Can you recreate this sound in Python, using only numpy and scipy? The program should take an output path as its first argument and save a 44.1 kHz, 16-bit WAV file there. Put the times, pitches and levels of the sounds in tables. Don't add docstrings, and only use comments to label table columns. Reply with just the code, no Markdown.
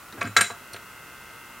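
import sys
import numpy as np
from scipy import signal
from scipy.fft import rfft, irfft
from scipy.io import wavfile
from scipy.ndimage import uniform_filter1d

SR = 44100
rng = np.random.default_rng(int(sys.argv[2]) if len(sys.argv) > 2 else 0)


def makeup_ratio(level_db):
    decades = np.asarray(level_db, float) / 20
    return 10 ** decades


def wav_out(sig):
    wavfile.write(sys.argv[1], SR, np.round(np.clip(np.atleast_2d(sig).T, -1, 1) * 32767).astype(np.int16))


N = 70560

# pitch [Hz], level [dB], time to fade by 60 dB [s].
HOLDER = [(690, -11, .16), (1150, -13, .07), (1320, -6, .12), (1390, -7, .2), (1597, 2, .12),
          (1640, -7, .08), (1855, -4, .09), (2050, -9, .18), (2163, -7, .08), (2295, -7, .08),
          (2514, -14, .06), (2630, -10, .09), (3025, -14, .08), (3415, -12, .06)]
# pitch [Hz], level [dB], time to fade by 60 dB [s].
METAL = [(3935, -2, .24), (3975, -5, .22), (5700, -9, .12), (6400, -13, .15), (7120, -4, .3),
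         (6900, -8, .15), (7450, -7, .15), (8530, -4, .17), (8590, -6, .13), (8730, -3, .07),
         (9700, -14, .12), (10420, -7, .1), (11530, -8, .15), (14300, -18, .05)]


def add(out, start_s, sound):
    start = int(start_s * SR)
    out[start:start + len(sound)] += sound


def fade(t, t60_s):
    return np.exp(-np.log(1000) * t / t60_s)


def ring(modes, chance):
    spread_db, contact_s = 2.5, 0.00074
    t = np.arange(SR // 2) / SR
    table = np.array(modes)
    hz, db, t60_s = table[:, :1], table[:, 1], table[:, 2:]
    strength = makeup_ratio(db + spread_db * chance[:len(table)])
    start_turn = chance[-len(table):, None]
    waves = fade(t, t60_s) * np.sin(2 * np.pi * (hz * t + start_turn))
    onset = np.sin(np.pi / 2 * np.clip(t / contact_s, 0, 1)) ** 2
    return strength @ waves * onset / np.sqrt(np.sum(makeup_ratio(2 * db)) / 2)


def taps():
    # pitch [Hz], level [dB], time to fade by 60 dB [s].
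    tool = [(694, -9, .12), (1150, -2, .08), (1325, -6, .05), (1600, -6, .1), (1660, -1, .04),
            (1900, -6, .05), (2265, -3, .06), (2510, -1, .05), (4830, -19, .05), (6500, -22, .04),
            (8800, -26, .05)]
    tip = [(4300, -2, .1), (5900, -6, .05), (8600, -8, .08), (9500, -4, .04), (11600, -7, .04),
           (2870, -12, .08)]
    cable = [(460, -2, 0.052), (693, 3, 0.12), (1144, 0.5, 0.08), (1880, -10, .05)]
    clack = [(3408, -9, .06), (3946, 3, .06), (4490, -4, .05), (5717, -4, .045), (7133, -6, .05),
             (7650, -8, .055), (8732, -15, .07), (9238, -17, .06), (9711, -19, .06), (10370, -18, .05),
             (13290, -22, .04), (14500, -14, .025)]
    ping = [(3020, -10, 0.07), (7540, -4, .07), (8470, -5, 0.047), (8560, 1.5, .06), (1599, 1.5, 0.073),
            (1338, -5.5, 0.06), (8850, -1, .05), (10400, -9.5, .05), (11620, -12.5, 0.05)]
    # start [s], level [dB].
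    clack_taps = [
        (.3655, -17.5),
        (.3705, -13),
    ]
    events = [(.2152, -18.5, tool), (.7332, -38, tip), (.505, -35, cable)]
    events += [(s, db, clack) for s, db in clack_taps]
    events += [(.4115, -14.5, ping), (.367, -22, cable)]
    out = np.zeros(N + SR)
    for s, db, modes in events:
        add(out, s, makeup_ratio(db) * ring(modes, rng.standard_normal(28)))
    return out[:N]


def ticks():
    # start [s], level [dB], width [ms].
    contacts = [(.2105, -25, 0.15), (.2149, -14.5, 0.15), (.2166, -12.5, 0.15), (.2277, -16.5, 0.1),
                (.3715, -5, 0.058), (.3752, -11, 0.05), (.4096, -7, 0.042), (.4135, -8, 0.054),
                (.5021, -22.5, 0.21), (.5063, -23.5, .22), (0.7443, -25.5, 0.082), (0.7635, -28, .1),
                (.733, -31, 0.031)]
    out, t = np.zeros(N + SR), np.arange(128) / SR
    for s, db, width_ms in contacts:
        u = t * 1000 / width_ms - 3
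        add(out, s, makeup_ratio(db) * (1 - u ** 2) * np.exp(-u ** 2 / 2))
    return out[:N]


def knocks():
    # pitch [Hz], level [dB], time to fade by 60 dB [s].
    bench = [(194, -6, 0.095), (247, -3, 0.11), (320, -9, .08), (401.4, -3, 0.14), (506, 2.5, 0.034)]
    blow_times = [.125, .150, .182, .2155, .229, .254, .267, .274, .304, .365, .371, .386, .412, .503, .745]
    # holder level [dB], metal level [dB], bench level [dB].
    blows = [(-46.5, -62, -61), (-63, -65, -47), (-44, -60, -42), (-37.5, -70, -33.5), (-45, -60, -35),
             (-33, -51, -44), (-50, -53, -39.5), (-55, -54, -47), (-64, -62, -46), (-12, -46, -37),
             (-17.5, -42, -29.5), (-22.5, -35, -30.5), (-17.5, -30.5, -29), (-61, -53, -39.5),
             (-42, -60, -43)]
    out = np.zeros(N + SR)
    for s, (holder_db, metal_db, bench_db) in zip(blow_times, blows):
        chance = rng.standard_normal((3, 28))
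        add(out, s, makeup_ratio(holder_db) * ring(HOLDER, chance[0]))
        add(out, s, makeup_ratio(metal_db) * ring(METAL, chance[1]))
        add(out, s, makeup_ratio(bench_db) * ring(bench, chance[2]))
    return out[:N]


def rattles():
    rattle_times = [.125, .13, .176, .2105, .2145, .228, .228, .243, .24, .273, .273, .3645, .366, .366,
                    .378, .378, .409, .409, .424, .424, .5025, .733, .733, .7445, .7635, .4305, .467, .517,
                    .3705, .24, .378, .285, .3655, .504, .211, .216]
    # length [s], centre pitch [Hz], width [octaves], level [dB].
    bursts = [(0.01, 4100, 1.1, -41.5), (0.24, 284, 1.15, -45.5), (0.033, 610, 2.1, -40),
              (0.007, 4300, 1.5, -32), (0.0097, 1770, 1.5, -25.5), (0.0081, 10000, 2, -38),
              (0.0041, 970, 1.1, -29), (0.019, 880, 1.3, -40), (0.058, 222, 1.02, -34),
              (.007, 7200, 0.47, -39.5), (0.0083, 1420, 1.8, -30.5), (0.0063, 1370, 2.3, -7.5),
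              (0.012, 3840, 2.03, -18.5), (.006, 14400, 0.35, -31), (0.04, 1160, 1.9, -25),
              (0.023, 6900, 0.79, -27.5), (0.008, 8500, 2, -18.5), (0.013, 1820, 2.84, -14),
              (0.098, 5300, 1.63, -37), (0.039, 2000, 4.1, -29.5), (0.021, 940, 1.9, -36),
              (0.012, 4900, 0.73, -39.5), (0.0063, 11000, 1.3, -41), (0.012, 690, 3.5, -38),
              (0.012, 1500, 3.4, -38), (0.0052, 7700, .3, -33), (.008, 7600, .3, -35),
              (.006, 1000, 1.3, -35), (0.0073, 9100, 1.2, -27), (0.035, 4800, 0.48, -46),
              (0.027, 14000, 0.79, -41), (.03, 480, 1.2, -52.5), (0.02, 4560, 1.1, -17.5),
              (.012, 3100, .8, -43), (0.006, 1440, 1.2, -29.5), (.012, 5200, 0.82, -38.5)]
    grit_power, sag, t60_s, rise_s = 1, 1.34, 0.028, 0.0011
    comb_db, comb_width = 11, .05
    size = 8192
    out, t = np.zeros(N + SR), np.arange(size) / SR
    f = np.maximum(np.fft.rfftfreq(size, 1 / SR), 1)
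    comb = np.ones_like(f)
    for hz, db, _ in HOLDER + METAL:
        comb += makeup_ratio(comb_db + db / 2) / (1 + (2 * (f / hz - 1) / comb_width) ** 2)
    for s, (length_s, hz, octaves, db) in zip(rattle_times, bursts):
        noise, roughness = rng.standard_normal((2, size))
        colour = comb * np.exp(-(2 * np.log2(f / hz) / octaves) ** 2)
        grit = irfft(rfft(noise * np.abs(roughness) ** grit_power) * colour)
        rubbing = np.exp(-sag * np.minimum(t, length_s) / length_s)
        shape = np.clip(t / rise_s, 0, 1) * rubbing * fade(np.maximum(t - length_s, 0), t60_s)
        burst = shape * grit
        add(out, s, makeup_ratio(db) * burst * np.sqrt(np.sum(shape ** 2) / np.sum(burst ** 2)))
    return out[:N]


def thuds():
    # start [s], level [dB].
    booms = [
        (.18, -37),
        (0.249, -32.5),
        (0.289, -43),
        (0.374, -34.5),
        (.505, -44.5),
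        (.725, -48.5),
    ]
    hz, rise_s, t60_s = 104.6, 0.016, 0.22
    t = np.arange(N) / SR
    swell = np.zeros(N)
    for s, db in booms:
        since = np.maximum(t - s, 0)
        swell += makeup_ratio(db) * (1 - np.exp(-since / rise_s)) * fade(since, t60_s)
    return 2 * swell * np.sin(2 * np.pi * hz * t)


def level(x, db):
    return x * makeup_ratio(db) / np.sqrt(np.mean(x ** 2))


def walk(rate):
    k = int(SR / rate)
    held = np.repeat(rng.standard_normal(N // k + 1), k)
    return 0.96 * uniform_filter1d(uniform_filter1d(held, k), k)[:N]


def box(f):
    # centre pitch [Hz], width [Hz], boost [dB].
    resonances = [(1370, 120, 3.5), (2190, 50, 2.5), (2700, 930, 6)]
    gains = [1 + (makeup_ratio(db) - 1) / (1 + (2 * (f - hz) / width) ** 2) for hz, width, db in resonances]
    return np.prod(gains, axis=0)


def shaped(points, housing=np.ones_like):
    flicker_db, steady_hz = 0.54, 2530
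    f = np.maximum(np.fft.rfftfreq(N, 1 / SR), 1)
    hz, db = np.transpose(points)
    colour = makeup_ratio(np.interp(np.log(f), np.log(hz), db)) * housing(f)
    spectrum = rfft(rng.standard_normal(N)) * colour
    place = 2 * np.log2(f / 20)
    out = np.zeros(N)
    for k in range(21):
        band = irfft(spectrum * np.clip(1 - abs(place - k), 0, 1), N)
        band_hz = 20 * 2 ** (k / 2)
        out += band * makeup_ratio(flicker_db * walk(12.5) / (1 + (band_hz / steady_hz) ** 2))
    return out


def fan():
    # multiple of the motor's switching rate, level [dB].
    whine = [(7, -11), (8, -10.5), (9, -22), (10, -0.9), (11, -2.5), (11.5, -13), (12, -1.5), (13, -26),
             (14, -15), (14.5, -18), (15, -8), (16, -3), (16.5, -10.5), (17, -30), (18, -25), (19, -17),
             (19.5, -19), (20, -8), (20.5, -10.5), (21, -7.5), (21.5, -14), (22, -12), (23, -23), (24, -21),
             (26, -17)]
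    # pitch [Hz], level [dB].
    hum_lines = [(60, -67.5), (102, -66)]
    # pitch [Hz], level [dB per Hz].
    air_colour = [(15, -35), (25, -4.5), (117, -2), (734, -7), (1265, -2.5), (1345, -7), (2110, -10.5),
                  (2280, -15.5), (16000, -16.5)]
    full_hz, lag_hz, spin_up_s = 130.5, 12.2, .4
    whine_db, start_db, sharpness = -53, -5, 2.6
    flicker_db, wander = 1.0, .0003
    air_db, chop = -47, 0.1
    t = np.arange(N) / SR
    short = np.exp(-t / spin_up_s)
    hz = full_hz - lag_hz * short
    phase = 2 * np.pi * np.cumsum(hz * (1 + wander * walk(13.6))) / SR
    lines = np.zeros(N)
    for k, db in whine:
        boost = (box(k * hz) / box(k * full_hz)) ** sharpness
        tone = np.sin(k * phase + 2 * np.pi * rng.random())
        lines += makeup_ratio(db + flicker_db * walk(15.7)) * boost * tone
    hum = sum(makeup_ratio(db + 1.6 * walk(10.5)) * np.sin(2 * np.pi * f * t) for f, db in hum_lines)
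    air = level(shaped(air_colour, box), air_db) * (1 + chop * np.sin(phase))
    return np.sqrt(2) * (makeup_ratio(whine_db + start_db * short) * lines + hum) + air


def room(x):
    t60_s, dull_hz, rise_s = 0.29, 6140, 0.02
    t = np.arange(SR // 2) / SR
    tail = rng.standard_normal(len(t)) * fade(t, t60_s) * np.clip(t / rise_s, 0, 1)
    tail = signal.lfilter(*signal.butter(1, dull_hz, fs=SR), tail)
    return signal.fftconvolve(x, tail / np.sqrt(np.sum(tail ** 2)))[:N]


def side_hiss():
    # pitch [Hz], level [dB per Hz].
    hiss_colour = [(15, -22), (25, -1.5), (936, -7), (1160, -11), (1400, -39), (1610, -8.5), (2160, -9),
                   (3250, -6.5), (16000, -8.5)]
    return level(shaped(hiss_colour), -56.5)


def scene():
    hits = knocks() + rattles() + taps() + ticks()
    mid = fan() + thuds() + hits + makeup_ratio(-16.5) * room(hits)
    side = side_hiss() + makeup_ratio(-56) * room(np.diff(hits, prepend=0))
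    return np.array([mid + side, mid - side])


def low_pass(x):
    return signal.sosfilt(signal.butter(12, 16950, fs=SR, output="sos"), x)


def record(dry):
    low_hz, top_hz = 45, 15860
    bass_cut = signal.butter(1, low_hz, "high", fs=SR, output="sos")
    rounded = np.tanh(0.88 * signal.sosfilt(bass_cut, dry)) / 0.91
    heard = np.fft.rfftfreq(N, 1 / SR) < top_hz
    return low_pass(irfft(rfft(rounded) * heard, N))


dry = scene()
out = record(dry)
wav_out(out)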